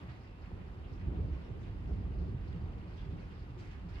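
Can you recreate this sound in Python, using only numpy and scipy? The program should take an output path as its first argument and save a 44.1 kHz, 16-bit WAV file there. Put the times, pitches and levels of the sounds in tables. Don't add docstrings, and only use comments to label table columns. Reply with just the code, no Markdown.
import sys
import numpy as np
from scipy import signal
from scipy.io import wavfile
from scipy.ndimage import uniform_filter1d

SR = 44100
rng = np.random.default_rng(int(sys.argv[2]) if len(sys.argv) > 2 else 0)


def store_pcm(level_fs):
    pcm = np.round(np.clip(level_fs, -1, 1) * 32767).astype(np.int16)
    wavfile.write(sys.argv[1], SR, np.atleast_2d(pcm).T)


N = 176400
T = np.arange(N) / SR

STEREO_CORRELATION = [(60, 0.98), (100, 0.91), (170, 0.81), (300, 0.81), (550, 0.18), (1300, 0.46),
                      (1900, 0.18), (3300, 0.075), (4400, 0.24), (5400, .3), (6200, 0.083), (11000, 0.1)]
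STEREO_BALANCE = [(60, -2.7), (150, -1.5), (330, 0.5), (700, 2.5), (1400, -2), (2800, -2.3), (6000, -1.5),
                  (12000, 0.5)]

BUMP_HITS = [(0.517, -45)]  # t/s, level/dB
BUMP_MODES = [(334, -16, 0.12), (391, -10.5, 0.25), (527, 4, 0.0076), (720, -4, 0.0092),
              (1000, -18, 0.0074)]

WASH_ENVELOPE = [(0, -58.5), (.32, -63.5), (.45, -61.5), (.72, -61.5), (1.0, -61.5), (1.45, -61),
                 (2.0, -61.5), (2.4, -61.5), (2.9, -61), (3.3, -61), (3.5, -62), (3.72, -61), (3.85, -62.5),
                 (4.0, -58.5)]
WASH_SPECTRUM = [(200, 2.5), (500, 4.5), (750, 0.5), (1000, 5), (1500, -2), (2100, -4), (2800, -9),
                 (3600, -15), (4600, -22.5), (5800, -23.5), (7000, -35), (8200, -42.5), (9500, -26.5),
                 (11400, -32), (14000, -49.5), (16000, -46)]
SHEET_HITS = [(.02, -70, .04), (.1, -63.5, .06), (.25, -71, .06), (.445, -64.5, .05), (.57, -74, .08),
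              (1.01, -65.5, .07), (1.16, -72, .06), (1.33, -66, .05), (1.44, -73, .05), (1.66, -69, .09),
              (2.13, -71, .04), (2.44, -68, .04), (2.53, -67.5, .05), (2.81, -70, .04), (2.92, -68, .06),
              (3.0, -67, .07), (3.19, -66.5, .08), (3.31, -71, .12), (3.61, -63, .09), (3.73, -67, .05),
              (3.905, -66.5, .04), (3.965, -65, .1)]
SHEET_SPECTRUM = [(500, -6.5), (1100, 1), (2000, 7.5), (2900, -2), (3700, -17), (5000, -20.5)]  # f/Hz, level/dB
HISS_ENVELOPE = [(0, -80), (.28, -76.5), (.36, -82), (.45, -77.5), (.57, -80.5), (.68, -80), (.8, -81),
                 (.98, -75.5), (1.08, -83), (1.38, -77), (1.54, -81.5), (1.68, -77), (1.79, -83),
                 (2.0, -76), (2.09, -82), (2.28, -76.5), (2.36, -90), (2.44, -75.5), (2.74, -80),
                 (2.95, -75.5), (3.4, -76.5), (3.53, -78.5), (3.76, -76.5), (3.84, -83), (4.0, -73)]
HISS_SPECTRUM = [(3100, -9), (3700, -2), (4600, 2.5), (5400, -10.5), (6400, -21)]  # f/Hz, level/dB
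SPRAY_SPECTRUM = [(1500, 7), (3000, 12), (4800, 13), (7000, 3.5), (9000, -6), (12000, -23), (16000, -36)]  # f/Hz, level/dB
SPLASH_HITS = [(.095, -68.5, 3930, 1570, .055), (.16, -83, 6300, 500, 0.022),
               (0.239, -75, 5040, 1000, 0.036), (.27, -71.5, 2670, 150, .12),
               (.845, -68.5, 2900, 700, .045), (.93, -72.5, 4900, 1800, 0.043),
               (1.15, -75, 3700, 1400, .04), (1.33, -77, 5500, 1305, 0.033), (1.335, -73, 2970, 700, 0.061),
               (1.42, -73, 3670, 600, 0.058), (1.445, -77.5, 5440, 500, .035),
               (1.614, -75.5, 5400, 1800, .05), (1.635, -72, 3550, 600, 0.058),
               (1.88, -75.5, 5000, 1300, .07), (2.19, -72, 4640, 1170, .07), (2.49, -80, 4660, 1700, 0.052),
               (2.89, -79, 5130, 1200, 0.037), (2.97, -71, 4700, 1400, .045),
               (2.985, -64, 3370, 400, 0.049), (3.11, -73, 3650, 700, 0.059),
               (3.205, -78, 5600, 1500, 0.037), (3.34, -75, 4750, 900, 0.072),
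               (3.47, -88, 6160, 600, 0.023), (3.715, -74, 5260, 2400, .04),
               (3.895, -68, 4500, 1980, 0.031), (3.945, -70, 4760, 1000, .08)]
PANE_MODES = [(756, 67, -6.5), (901, 16, -11), (1500, 42, -21), (2000, 100, -14), (2760, 290, -6),
              (3060, 84, -18), (3560, 190, -12), (7400, 180, 1)]

ROLL_ENVELOPE = [(0, -46.5), (.25, -51.5), (.45, -47), (.85, -45), (1.0, -42.5), (1.09, -38.5),
                 (1.24, -36.5), (1.42, -46.5), (1.56, -43.5), (1.82, -40.5), (1.95, -37.5), (2.25, -38.5),
                 (2.46, -42), (2.69, -41), (2.85, -46.5), (3.1, -40.5), (3.3, -47.5), (3.6, -46),
                 (4.0, -44.5)]
ROLL_SPECTRUM = [(22, -25.5), (28, -13.5), (36, -2.5), (46, 1), (57, -1), (72, 1), (90, -1), (114, -4.5),
                 (145, -10), (180, -14), (230, -22.5), (400, -39.5)]
GROWL_ENVELOPE = [(0, -52), (.38, -56), (.52, -48.5), (.74, -53), (1.0, -48.5), (1.08, -42.5), (1.2, -41),
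                  (1.28, -45), (1.35, -47), (1.6, -48.5), (1.83, -50.5), (1.9, -43.5), (2.06, -48),
                  (2.23, -44.5), (2.38, -50), (2.55, -50), (2.72, -47.5), (2.99, -51), (3.14, -47.5),
                  (3.35, -53), (4.0, -53.5)]
GROWL_SPECTRUM = [(70, -9.5), (120, -13), (175, -0.5), (225, -6), (310, -4), (420, -9.5), (520, -18),
                  (700, -19), (1100, -45), (2000, -58.5)]
BOOM_HITS = [(0.081, -37, 129), (.525, -31, 82), (1.061, -26, 53.3), (1.081, -31.5, 125.5),
             (1.196, -25, 76.7), (1.312, -25.5, 65.4), (1.508, -31, 103), (1.895, -36, 149),
             (1.916, -23.5, 62), (1.972, -42, 54.7), (2.165, -25.5, 69.7), (2.21, -34.5, 175),
             (2.343, -28.5, 125), (2.481, -36, 75.4), (2.544, -31.5, 165), (2.637, -30.5, 90),
             (3.05, -34, 138.5), (3.125, -37, 170), (3.409, -32.5, 69), (3.494, -38, 125.5),
             (3.565, -44, 359.6), (3.69, -34, 83), (3.847, -38.5, 170.5), (3.951, -27.5, 54.5)]
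ROOM_MODES = [(41.7, 26, -12), (69.5, 1.8, 0), (115, 15, -14.5), (175, 15.8, -5), (296.4, 2.3, -15)]  # f/Hz, width/Hz, level/dB


def from_db(db):
    return 10 ** (np.asarray(db) / 20)


def unit_rms(x):
    return x / np.sqrt(np.mean(x ** 2) + 1e-20)


def envelope(points):
    return from_db(np.interp(T, *np.transpose(points)))


def swell(peak_s, attack_s, decay_s):
    return np.clip(1 + (T - peak_s) / attack_s, 0, 1) * np.exp(-np.maximum(T - peak_s, 0) / decay_s)


def at_hz(points, hz):
    points_hz, values = np.transpose(points)
    return np.interp(np.log(hz), np.log(points_hz), values)


def pan(hz):
    return from_db(at_hz(STEREO_BALANCE, hz) * np.array([[.5], [-.5]]))


def drift(rate_hz):
    hop, warmup = 40, 2000
    r = np.exp(-2 * np.pi * rate_hz * hop / SR)
    slow = signal.lfilter([1], [1, -2 * r, r * r], rng.standard_normal(N // hop + warmup + 2))[warmup:]
    return np.interp(np.arange(N) / hop, np.arange(len(slow)), unit_rms(slow))


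def banded_noise(spectrum, flicker_db, flicker_hz):
    edges_hz = 20 * 2 ** (np.arange(30) / 3)
    out, white = 0, rng.standard_normal((2, 2, N))
    for k, (low, high) in enumerate(zip(edges_hz, edges_hz[1:])):
        hz, flicker = np.sqrt(low * high), drift(flicker_hz)
        if spectrum[0][0] < high and low < spectrum[-1][0]:
            band = signal.butter(2, [low, high], "band", fs=SR, output="sos")
            mid, side = signal.sosfilt(band, white[k % 2])
            correlation = at_hz(STEREO_CORRELATION, hz)
            stereo = np.sqrt(1 + correlation) * mid + np.sqrt(1 - correlation) * side * [[1], [-1]]
            out += from_db(at_hz(spectrum, hz) + flicker_db * flicker) * pan(hz) * stereo
    return unit_rms(out)


def levelled(x, window_s):
    return x / np.sqrt(uniform_filter1d(np.mean(x ** 2, axis=0), int(window_s * SR)) + 1e-9)


def ring(clicks, hz, t60_s):
    r, w = from_db(-60 / (t60_s * SR)), 2 * np.pi * hz / SR
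    return signal.lfilter([0, np.sin(w)], [1, -2 * r * np.cos(w), r * r], clicks + 1e-18)


def resonate(x, modes):
    return x + sum(from_db(db) * signal.lfilter(*signal.iirpeak(hz, hz / width_hz, fs=SR), x)
                   for hz, width_hz, db in modes)


def wall_echoes(x, count=6, echo_db=-16, lag_range_s=(.003, .02)):
    lags = (rng.uniform(*lag_range_s, count) * SR).astype(int)
    echoes = sum((-1) ** k * np.pad(x, ((0, 0), (lag, 0)))[:, :N] for k, lag in enumerate(lags))
    return (x + from_db(echo_db) * echoes) / np.sqrt(1 + count * from_db(echo_db) ** 2)


def bump():
    clicks = np.zeros(N)
    for start_s, db in BUMP_HITS:
        clicks[int(start_s * SR)] = from_db(db)
    return sum(from_db(db) * ring(clicks, hz, t60_s) * pan(hz) for hz, db, t60_s in BUMP_MODES)


def drops(rate_per_s=270, spread_db=4, t60_cycles=25):
    pitches_hz = np.geomspace(1400, 3700, 20)
    sizes = from_db(spread_db * np.minimum(rng.exponential(1, (2, N)), 4))
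    signs = rng.choice([-1, 1], (2, N))
    clicks = sizes * signs * (rng.random((2, N)) < rate_per_s / SR)
    pitch_index = rng.integers(0, len(pitches_hz), (2, N))
    return unit_rms(sum(ring(clicks * (pitch_index == k), hz, t60_cycles / hz) * pan(hz)
                        for k, hz in enumerate(pitches_hz)))


def spray():
    mist = banded_noise(SPRAY_SPECTRUM, flicker_db=1.3, flicker_hz=25)
    return from_db(-66.5) * swell(peak_s=3.6, attack_s=.028, decay_s=.075) * mist


def splashes(attack_s=.015, gain_db=-1):
    out, white = 0, rng.standard_normal((2, N))
    for peak_s, db, hz, width_hz, decay_s in SPLASH_HITS:
        band = signal.butter(2, [hz - width_hz / 2, hz + width_hz / 2], "band", fs=SR, output="sos")
        noise = unit_rms(signal.sosfilt(band, white))
        out += from_db(db + gain_db) * swell(peak_s, attack_s, decay_s) * noise * pan(hz)
    return out


def rain(gust_attack_s=.029):
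    steady = envelope(WASH_ENVELOPE)
    gusts = sum(from_db(db) * swell(peak_s, gust_attack_s, decay_s) for peak_s, db, decay_s in SHEET_HITS)
    wash = from_db(.5) * steady * banded_noise(WASH_SPECTRUM, flicker_db=.7, flicker_hz=11)
    sheets = from_db(1.5) * gusts * banded_noise(SHEET_SPECTRUM, flicker_db=2.5, flicker_hz=11)
    hiss = envelope(HISS_ENVELOPE) * banded_noise(HISS_SPECTRUM, flicker_db=3, flicker_hz=38)
    patter = from_db(-74.5) * unit_rms(steady + gusts) * drops()
    return resonate(wash + spray() + wall_echoes(sheets + hiss + splashes() + patter), PANE_MODES)


def booms(attack_cycles=.48, t60_s=.18):
    out = 0
    for start_s, db, hz in BOOM_HITS:
        age_s = np.maximum(T - start_s, 0)
        shape = np.minimum(age_s * hz / attack_cycles, 1) * from_db(-60 * age_s / t60_s)
        out += from_db(db) * shape * np.sin(2 * np.pi * hz * age_s) * pan(hz)
    return out


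def thunder():
    roll_noise = banded_noise(ROLL_SPECTRUM, flicker_db=1.5, flicker_hz=10)
    growl_noise = banded_noise(GROWL_SPECTRUM, flicker_db=2, flicker_hz=11.8)
    roll = envelope(ROLL_ENVELOPE) * levelled(resonate(roll_noise, ROOM_MODES), window_s=.11)
    growl = envelope(GROWL_ENVELOPE) * levelled(resonate(growl_noise, ROOM_MODES), window_s=.08)
    return roll + from_db(-3) * growl + from_db(-3.5) * resonate(booms(), ROOM_MODES)


def scene(right_lag_s=.00026):
    left, right = thunder() + rain() + bump()
    return np.array([left, np.pad(right, (round(right_lag_s * SR), 0))[:N]])


def record(dry, low_cut_hz=25, stopband_hz=16500):
    highpass = signal.butter(4, low_cut_hz, "high", fs=SR, output="sos")
    lowpass = signal.cheby2(12, 70, stopband_hz, fs=SR, output="sos")
    return signal.sosfilt(lowpass, signal.sosfilt(highpass, dry))


dry = scene()
out = record(dry)
store_pcm(out)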